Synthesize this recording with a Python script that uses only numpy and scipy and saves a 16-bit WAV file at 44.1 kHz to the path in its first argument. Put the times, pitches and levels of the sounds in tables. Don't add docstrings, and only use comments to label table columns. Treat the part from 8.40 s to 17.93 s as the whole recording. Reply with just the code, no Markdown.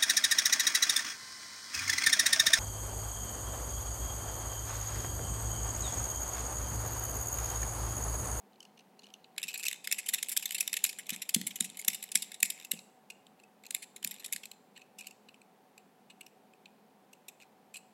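import sys
import numpy as np
from scipy import signal
from scipy.fft import rfft, irfft, next_fast_len
from scipy.io import wavfile

SR = 44100
rng = np.random.default_rng(int(sys.argv[2]) if len(sys.argv) > 2 else 0)


def generate_wav(signal):
    frames = np.transpose(np.atleast_2d(signal))
    scaled = np.clip(frames, -1, 1) * 32767
    pcm = np.round(scaled).astype(np.int16)
    wavfile.write(sys.argv[1], SR, pcm)


N = 420273


def from_db(db):
    return 10 ** (np.asarray(db) / 20)


def unit_rms(x):
    return x / np.sqrt(np.mean(x ** 2, axis=-1, keepdims=True) + 1e-30)


def at_hz(curve, hz):
    known_hz, values = np.transpose(curve)
    return np.interp(np.log(hz + 1e-9), np.log(known_hz), values)


def resonance(hz, centre_hz, width_hz):
    return 1j * hz * width_hz / (centre_hz ** 2 - hz ** 2 + 1j * hz * width_hz)


def band(x, low_hz, high_hz):
    return signal.sosfilt(signal.butter(2, [low_hz, high_hz], "band", fs=SR, output="sos"), x)


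def place(times, sounds):
    track = np.zeros(N)
    for s, sound in zip(times, sounds):
        start = int(np.clip(s * SR, 0, N - 1))
        track[start:start + len(sound)] += sound[:N - start]
    return track


# f/Hz, relative level/dB
AIR_EQ = [(25, -43.5), (55, -43.5), (82, -28.5), (103, -21.5), (125, -16.5), (190, -5.5), (310, -13),
          (400, -6.5), (620, -11), (830, -8.5), (1200, -18.5), (2500, -24), (6000, -32.5), (16000, -33.5)]
# f/Hz, width/Hz, rms level/dB
FAN_HUM = [(206.2, 32, -72), (250.8, 33, -75.5), (750, 24, -73)]


def fan(air_db=-65):
    size = next_fast_len(N)
    hz = np.arange(size // 2 + 1) * SR / size
    rush, whirl = rfft(rng.standard_normal((2, size)))
    bed = from_db(air_db) * unit_rms(irfft(rush * from_db(at_hz(AIR_EQ, hz)), size))
    for centre_hz, width_hz, db in FAN_HUM:
        bed += from_db(db) * unit_rms(irfft(whirl * resonance(hz, centre_hz, width_hz) ** 2, size))
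    return bed[:N]


# start t/s, end t/s, typical catch level/dB
SCRAPES = [(0.121, 0.167, -71), (0.365, 0.408, -60.5), (0.617, 0.703, -63), (0.962, 0.971, -50),
           (0.983, 1.365, -53.5), (1.082, 1.12, -46.5), (1.222, 1.262, -40.5), (1.461, 2.5, -56.5),
           (2.559, 3.956, -61), (4.154, 4.244, -54.5), (4.325, 4.373, -57), (4.865, 4.873, -59),
           (4.986, 5.003, -60), (5.233, 5.258, -55), (5.334, 5.36, -51.5), (5.619, 5.977, -61),
           (5.623, 5.642, -39.5), (5.916, 5.929, -38), (6.346, 6.421, -62), (6.582, 6.684, -58.5),
           (7.006, 7.016, -61), (8.991, 9.043, -62)]


def scrapes(catches_per_s=130, spread_db=4.5, swell_ms=0.83, usual_db=-51.5):
    grains = []
    for start, end, db in SCRAPES:
        count = int(catches_per_s * (end - start))
        times = start + (end - start) * (np.arange(count) + rng.random(count)) / count
        for s, (strength, pull) in zip(times, rng.standard_normal((count, 2))):
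            level_db = db + spread_db * strength
            hardness_db = -7.5 + 0.55 * (level_db - usual_db)
            ping_hz = 2650 * np.exp(0.19 * pull)
            grains.append((s, level_db, swell_ms, hardness_db, ping_hz))
    return struck_metal(grains)


def contact_force(swell_ms, preroll_s, size, bounces_per_s=14000, graze_db=-38, graze_s=0.028):
    t = np.arange(size) / SR - preroll_s
    age = np.maximum(t, 0) * 1e3 / np.maximum(swell_ms, .1)[:, None]
    envelope = age * np.exp(-age) + from_db(graze_db) * np.exp(-np.abs(t) / graze_s)
    return envelope * rng.standard_normal(age.shape) * (rng.random(age.shape) < bounces_per_s / SR)


# start t/s, grip (0 cupped, 1 swinging from one hand, 2 pinched in the fingertips)
GRIP_CUES = [(0, 0), (0.9, 1), (1.06, 2), (1.27, 1), (4.34, 2), (5.28, 1), (6.02, 2), (8.86, 1), (8.97, 2)]


def grip_at(s):
    changes, grips = np.transpose(GRIP_CUES)
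    return grips[np.searchsorted(changes, s, side="right") - 1].astype(int)


# f/Hz, width/Hz, then relative level/dB cupped, swinging, pinched
HELD_MODES = [(1003, 1300, -34, -22.5, -26), (1820, 393, -20, -7, -15), (2178, 200, -24, -1.5, -15),
              (2524, 220, -7, -1.5, 0.5), (2847, 230, 0.5, -1.5, -4.5), (3014, 250, 1, -2, -7),
              (3646, 410, -11, 0, -11.5), (4130, 330, -0.5, -5, -6.5), (4775, 780, -10.5, -8, -10.5),
              (5540, 560, -9.5, -8, -8), (6220, 580, -8, -9, -11), (7120, 267, -11, -0.5, -1.5),
              (7575, 280, -27, 2, 0.5), (7947, 360, -14, -2.5, -1.5), (9450, 890, -14, -0.5, -18),
              (11000, 670, -11, -1.5, -18.5), (12000, 880, -17, -0.5, -16.5), (12430, 130, -32, -10, -18.5),
              (13600, 560, -30, -24.5, -36), (15680, 500, -36, -23, -35)]


def struck_metal(hits, uneven_db=3.5, detune=0.0064, ping_db=4, preroll_s=.003, size=1280):
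    s, level_db, swell_ms, hardness_db, ping_hz = np.transpose(hits)
    force = rfft(contact_force(swell_ms, preroll_s, size))
    hz = np.arange(size // 2 + 1) * SR / size
    grip = grip_at(s)
    crossovers_hz = [4600, 9000]
    registers = np.zeros((3,) + force.shape, complex)
    for k, (centre_hz, width_hz, *grip_db) in enumerate(HELD_MODES):
        strength, pull = rng.standard_normal((2, len(s), 1))
        gain = from_db(np.array(grip_db)[grip, None] + uneven_db * strength)
        mode = resonance(hz, centre_hz * (1 + detune * pull), width_hz)
        skirt = resonance(hz, centre_hz, centre_hz * 0.4)
        registers[np.searchsorted(crossovers_hz, centre_hz)] += (-1) ** k * gain * mode * skirt
    registers[0] *= 1 + from_db(ping_db) * resonance(hz, ping_hz[:, None], width_hz=230)
    middle_db = 0.42 + 0.61 * hardness_db
    cushion_db = np.array([-5, 1, -2.5])[grip]
    top_db = -0.5 + 0.94 * hardness_db + cushion_db
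    balance = from_db([np.zeros(len(s)), middle_db, top_db])[:, :, None]
    layers = unit_rms(irfft(registers * force))
    shots = unit_rms(np.sum(balance * layers, axis=0))
    faders = from_db(level_db)[:, None] * np.sqrt(.005 * SR / size)
    return place(s - preroll_s, shots * faders)


# f/Hz, relative level/dB, t60/s
FREE_MODES = [(2596, -19, .12), (2640, -24, 0.15), (7170, -33, .4), (7530, -30, 0.12), (7600, -26, 0.1),
              (7494, -39, .38), (8000, -30.5, 0.26), (12100, -34, 0.18)]


def free_ends(metal):
    freedom_db = np.array([-1, -4, 1])
    drive = metal * from_db(freedom_db)[grip_at(np.arange(N) / SR)]
    ring = 0
    for centre_hz, db, t60 in FREE_MODES:
        q = centre_hz * np.pi * t60 / np.log(1000)
        mode = signal.lfilter(*signal.iirpeak(centre_hz, q, fs=SR), drive + 1e-18)
        ring = ring + from_db(db) * np.sqrt(q) * mode
    return ring


# f/Hz, t60/s
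REVERB_DECAY = [(200, 0.4), (2000, 0.53), (7500, 0.52), (15000, 0.28)]
# f/Hz, level/dB
REVERB_EQ = [(200, -5.5), (1500, -16), (3000, -18), (7500, -15.5), (12000, -24.5), (16000, -20.5)]


def room(send, predelay_s=0.0048, size=32768):
    t = np.arange(size) / SR
    edges_hz = np.geomspace(80, 18000, 15)
    tail = 0
    for low, high in zip(edges_hz, edges_hz[1:]):
        hz = np.sqrt(low * high)
        fade = from_db(-60 * t / at_hz(REVERB_DECAY, hz)) * (t > predelay_s)
        echoes = unit_rms(rng.standard_normal(size) * fade) / np.sqrt(size)
        tail = tail + from_db(at_hz(REVERB_EQ, hz)) * band(echoes, low, high)
    return signal.fftconvolve(send, tail)[:N]


# t/s, level/dB, swell/ms, hardness/dB (higher is brighter), ping f/Hz
CLACKS = [(0.2036, -47.5, 0.8, -6.5, 3060), (0.2275, -53, 1, -1, 3100), (0.2504, -54.5, 1, -6, 2800),
          (0.3902, -58, 2, -10, 2820), (0.5913, -52.5, 1.2, -8, 4200), (0.637, -52.5, 2.7, -14, 2890),
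          (0.738, -45.5, 0.95, -7, 2780), (0.8422, -52.5, 1, -23, 2630), (0.979, -30.5, 1.3, -7, 2350),
          (1.0295, -32.5, 0.79, -7, 2480), (1.0345, -32.5, 2.3, -4, 2680), (1.0795, -32.5, 5.5, -4, 2550),
          (1.1395, -33.5, 3, 0, 2500), (1.1544, -37, 1.9, -14.5, 2490), (1.1749, -36.5, 2.6, 21, 2470),
          (1.1926, -36.5, 6, 0, 2555), (1.2502, -36.5, 4.3, -2.5, 2520), (1.2633, -28.5, 2.1, -5, 2490),
          (1.2818, -26, 1.4, -1.5, 2450), (1.3114, -35, 0.82, -6, 2560), (1.3283, -34, 0.9, -5, 2130),
          (1.4414, -38.5, 4, -3, 2620), (1.4729, -30.5, 0.86, -3, 2220), (1.5123, -27.5, 1.65, -1.5, 2560),
          (1.5232, -22.5, 1.7, 2.5, 2630), (1.5814, -29.5, 5.8, -1, 2180), (1.6597, -36.5, 3.6, 3, 3040),
          (1.6863, -25, 2.6, 5, 3080), (1.7353, -23, 2.9, 2, 3780), (1.7446, -26, 1, 1, 2520),
          (1.7807, -35.5, 3.2, -8, 2720), (1.8272, -27, 1.3, 1.5, 3150), (1.8852, -35.5, 0.56, 6, 2210),
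          (1.8906, -31, 3.5, 11, 3490), (1.9148, -29, 5.4, 9.5, 2300), (1.9645, -27, 1.8, 0.5, 3360),
          (1.9726, -22, 1.2, 6, 3350), (2.0233, -34.5, 3.7, 0, 2385), (2.0547, -27.5, 2.1, -0.5, 3510),
          (2.1073, -32.5, 0.92, -3, 2550), (2.1174, -35, 4, 3, 2800), (2.1441, -27.5, 4.5, -0.5, 2660),
          (2.1807, -32.5, 3.2, 0, 2146), (2.2045, -22, 2.5, 4.5, 2360), (2.2759, -28, 1.14, -1, 3630),
          (2.329, -28, 1.1, 4, 2690), (2.3382, -28.5, 1.5, -2, 2795), (2.366, -27.0, 2.2, -1, 2716),
          (2.4402, -19.5, 1, 7, 2573), (2.447, -26.5, 1.8, -1.5, 3790), (2.4596, -33.5, 3.5, 4, 2440),
          (2.49, -33.5, 3, 2, 2550), (2.5283, -44, 1, -3, 3550), (2.5849, -35, 5, 0, 2010),
          (2.6657, -46.5, 1.7, -1.5, 3460), (2.6916, -31.0, 1.5, -2, 4097), (2.7016, -30.5, 2, -0.5, 2510),
          (2.7259, -35, 11, -6, 2235), (2.7612, -39.5, 0.57, 2.5, 2380), (2.8166, -31.5, 3.8, 0.5, 2064),
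          (2.8901, -29, 2.1, 5, 3296), (2.9441, -18, 1.6, 3.5, 3380), (3.0133, -36, 0.77, -2.5, 4400),
          (3.0658, -27.0, 3.7, 7, 2170), (3.1052, -40, 3.5, -10.5, 2584), (3.1563, -34.0, 2.7, 4.5, 2900),
          (3.2058, -22.0, 1.26, 4.5, 3760), (3.2415, -34, 5.5, 3, 2680), (3.2992, -44, 0.46, 2.5, 3650),
          (3.3699, -40, 2.2, 5, 4020), (3.3894, -34.5, 4.2, 2.5, 2240), (3.4138, -42.5, 0.89, 10, 3367),
          (3.4468, -36.5, 1.3, 6, 2296), (3.48, -18, 1.9, 5.5, 2226), (3.5298, -36, 2.9, -1.5, 2686),
          (3.5442, -32.5, 2.9, 4, 3636), (3.6255, -36, 1.7, 3, 4110), (3.6371, -38, 1.3, 6.5, 1965),
          (3.7163, -34, 2, 6.5, 3548), (3.7537, -17.5, 1.5, 4.5, 2220), (3.7727, -34, 1, 5, 2540),
          (3.8203, -30.5, 3.2, 3, 3670), (3.917, -41, 1.1, -3, 2250), (3.9409, -40, 2.6, -2, 3947),
          (4.0022, -39.0, 1.6, 4, 3810), (4.0288, -17, 0.67, 1.5, 2260), (4.0553, -33.5, 1.86, 11.5, 4100),
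          (4.1006, -28.5, 1.9, 5, 3770), (4.2458, -40.5, 2.5, -1.5, 2660), (4.3151, -24, 1.02, 2.5, 2760),
          (4.3893, -46.0, 1.4, -7, 3810), (4.7003, -40.5, 2.3, -8.5, 2760), (5.0343, -56.5, 1.7, -10, 2570),
          (5.2637, -46, 1.4, -0.5, 3360), (5.3063, -33.5, 1.2, 4, 4090), (5.3468, -26.0, 1.3, 1, 2420),
          (5.4205, -39, 6.8, -1.5, 2610), (5.5609, -42, 2.3, 0, 4050), (5.6454, -27.5, 1.06, 4, 2570),
          (5.6728, -34, 1.6, 8, 3700), (5.7092, -36, 3, 3, 2500), (5.7396, -46, 1.8, 2, 3520),
          (5.7948, -45.0, 4.5, -1, 4070), (5.8429, -36.5, 3, -1, 3556), (5.8604, -37.0, 1.24, 8, 3740),
          (5.9306, -30, 2.14, 6, 2570), (5.9607, -35, 1.2, -1, 4170), (6.0322, -42.5, 3, -9.5, 2830),
          (6.0545, -42, 1.1, 1, 4090), (6.1132, -43.5, 1.46, -3, 4100), (6.3595, -48.5, 4.7, -19.5, 2830),
          (6.4155, -52, 2.2, -17, 2670), (6.5837, -42, 4.7, -0.5, 2790), (6.6085, -43, 1.3, -6.5, 2550),
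          (6.6678, -40, 2.1, 0, 2750), (6.7083, -50.5, 1.1, -4, 2700), (6.8857, -50.5, 1.7, -17.5, 2700),
          (6.9412, -55.5, 1.55, -14, 2815), (7.3775, -51.0, 1.2, -5.5, 2770),
          (7.6979, -49, 4.4, -14.5, 2850), (7.8082, -44.0, 1.6, -5.5, 2860), (7.8634, -50.5, 1.6, -1, 2820),
          (8.1345, -60, 0.8, -14, 2400), (8.2563, -49.5, 1.2, -22.5, 2500), (8.7301, -51, 1.67, -4, 2660),
          (8.8817, -41.5, 3, -1, 2500), (9.0208, -52.5, 2.3, -10.5, 2410), (9.339, -42, 3.4, -4.5, 2490),
          (9.3546, -43, 2.3, -11.5, 2630), (9.3653, -41.5, 3.2, 1.5, 2710)]


def clacks(trim_db=-0.12, rebound_swell_ms=1.8, flam_swell_ms=0.71, flam_above_db=-27):
    hits = list(CLACKS)
    for s, db, _, hardness_db, ping_hz in CLACKS:
        flam_s, rebound_s = rng.uniform(.002, .004), rng.uniform(.0085, .022)
        hits.append((s + rebound_s, db - 19.5, rebound_swell_ms, hardness_db - 5, ping_hz))
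        if db > flam_above_db:
            hits.append((s - flam_s, db - 18, flam_swell_ms, hardness_db, ping_hz))
    return [from_db(trim_db) * struck_metal(hits) for _ in range(2)]


# t/s, peak level/dB, firmness as tilt/(dB per octave)
PALM_HITS = [(1.049, -52.5, -2), (2.721, -40, 2), (2.961, -26.5, 2), (3.209, -36.5, -4), (3.482, -43, 4),
             (3.755, -44, 1.5), (4.032, -46.5, 1.5), (4.333, -40, 13.5), (5.653, -46.5, 0),
             (5.945, -52.5, -2)]
# f/Hz, width/Hz, relative level/dB
PALM_MODES = [(148, 110, -9.5), (207.9, 42.5, 7), (253, 110, -5), (400, 360, -18), (500, 71, -16)]


def palm_thuds(cushion_s=.003, low_cut_hz=135, size=8192):
    t = np.arange(size) / SR
    s, peak_db, firmness = np.transpose(with_rocking(PALM_HITS))
    boom = 0
    for hz, width_hz, db in PALM_MODES:
        gain = from_db(db + firmness[:, None] * np.log2(hz))
        boom = boom + gain * np.exp(-np.pi * width_hz * t) * np.sin(2 * np.pi * hz * t)
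    attack = 1 - np.exp(-(t / cushion_s) ** 2)
    boom = band(boom * attack, low_cut_hz, 3000)
    return place(s, from_db(peak_db)[:, None] * boom / np.abs(boom).max(axis=1, keepdims=True))


def with_rocking(landings, above_db=-30, gap_s=(.017, .029), drop_db=19, loss_db=0.8):
    hits = list(landings)
    for s, db, firmness in landings:
        if db > above_db:
            for k, delay_s in enumerate(np.cumsum(rng.uniform(*gap_s, 4))):
                hits.append((s + delay_s, db - drop_db - k * loss_db, firmness + 3))
    return hits


def scene(ring_db=-8):
    near_side, far_side = clacks()
    both_sides = (near_side + far_side) / np.sqrt(2)
    scrape = scrapes()
    ring = from_db(ring_db) * free_ends(near_side + scrape)
    handling = scrape + ring + palm_thuds()
    reverb = room(both_sides + handling)
    return (near_side + handling + reverb + fan())[None]


def record(dry, cutoff_hz=16000):
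    return signal.sosfilt(signal.ellip(10, .2, 70, cutoff_hz, fs=SR, output="sos"), dry)


dry = scene()
out = record(dry)
generate_wav(out)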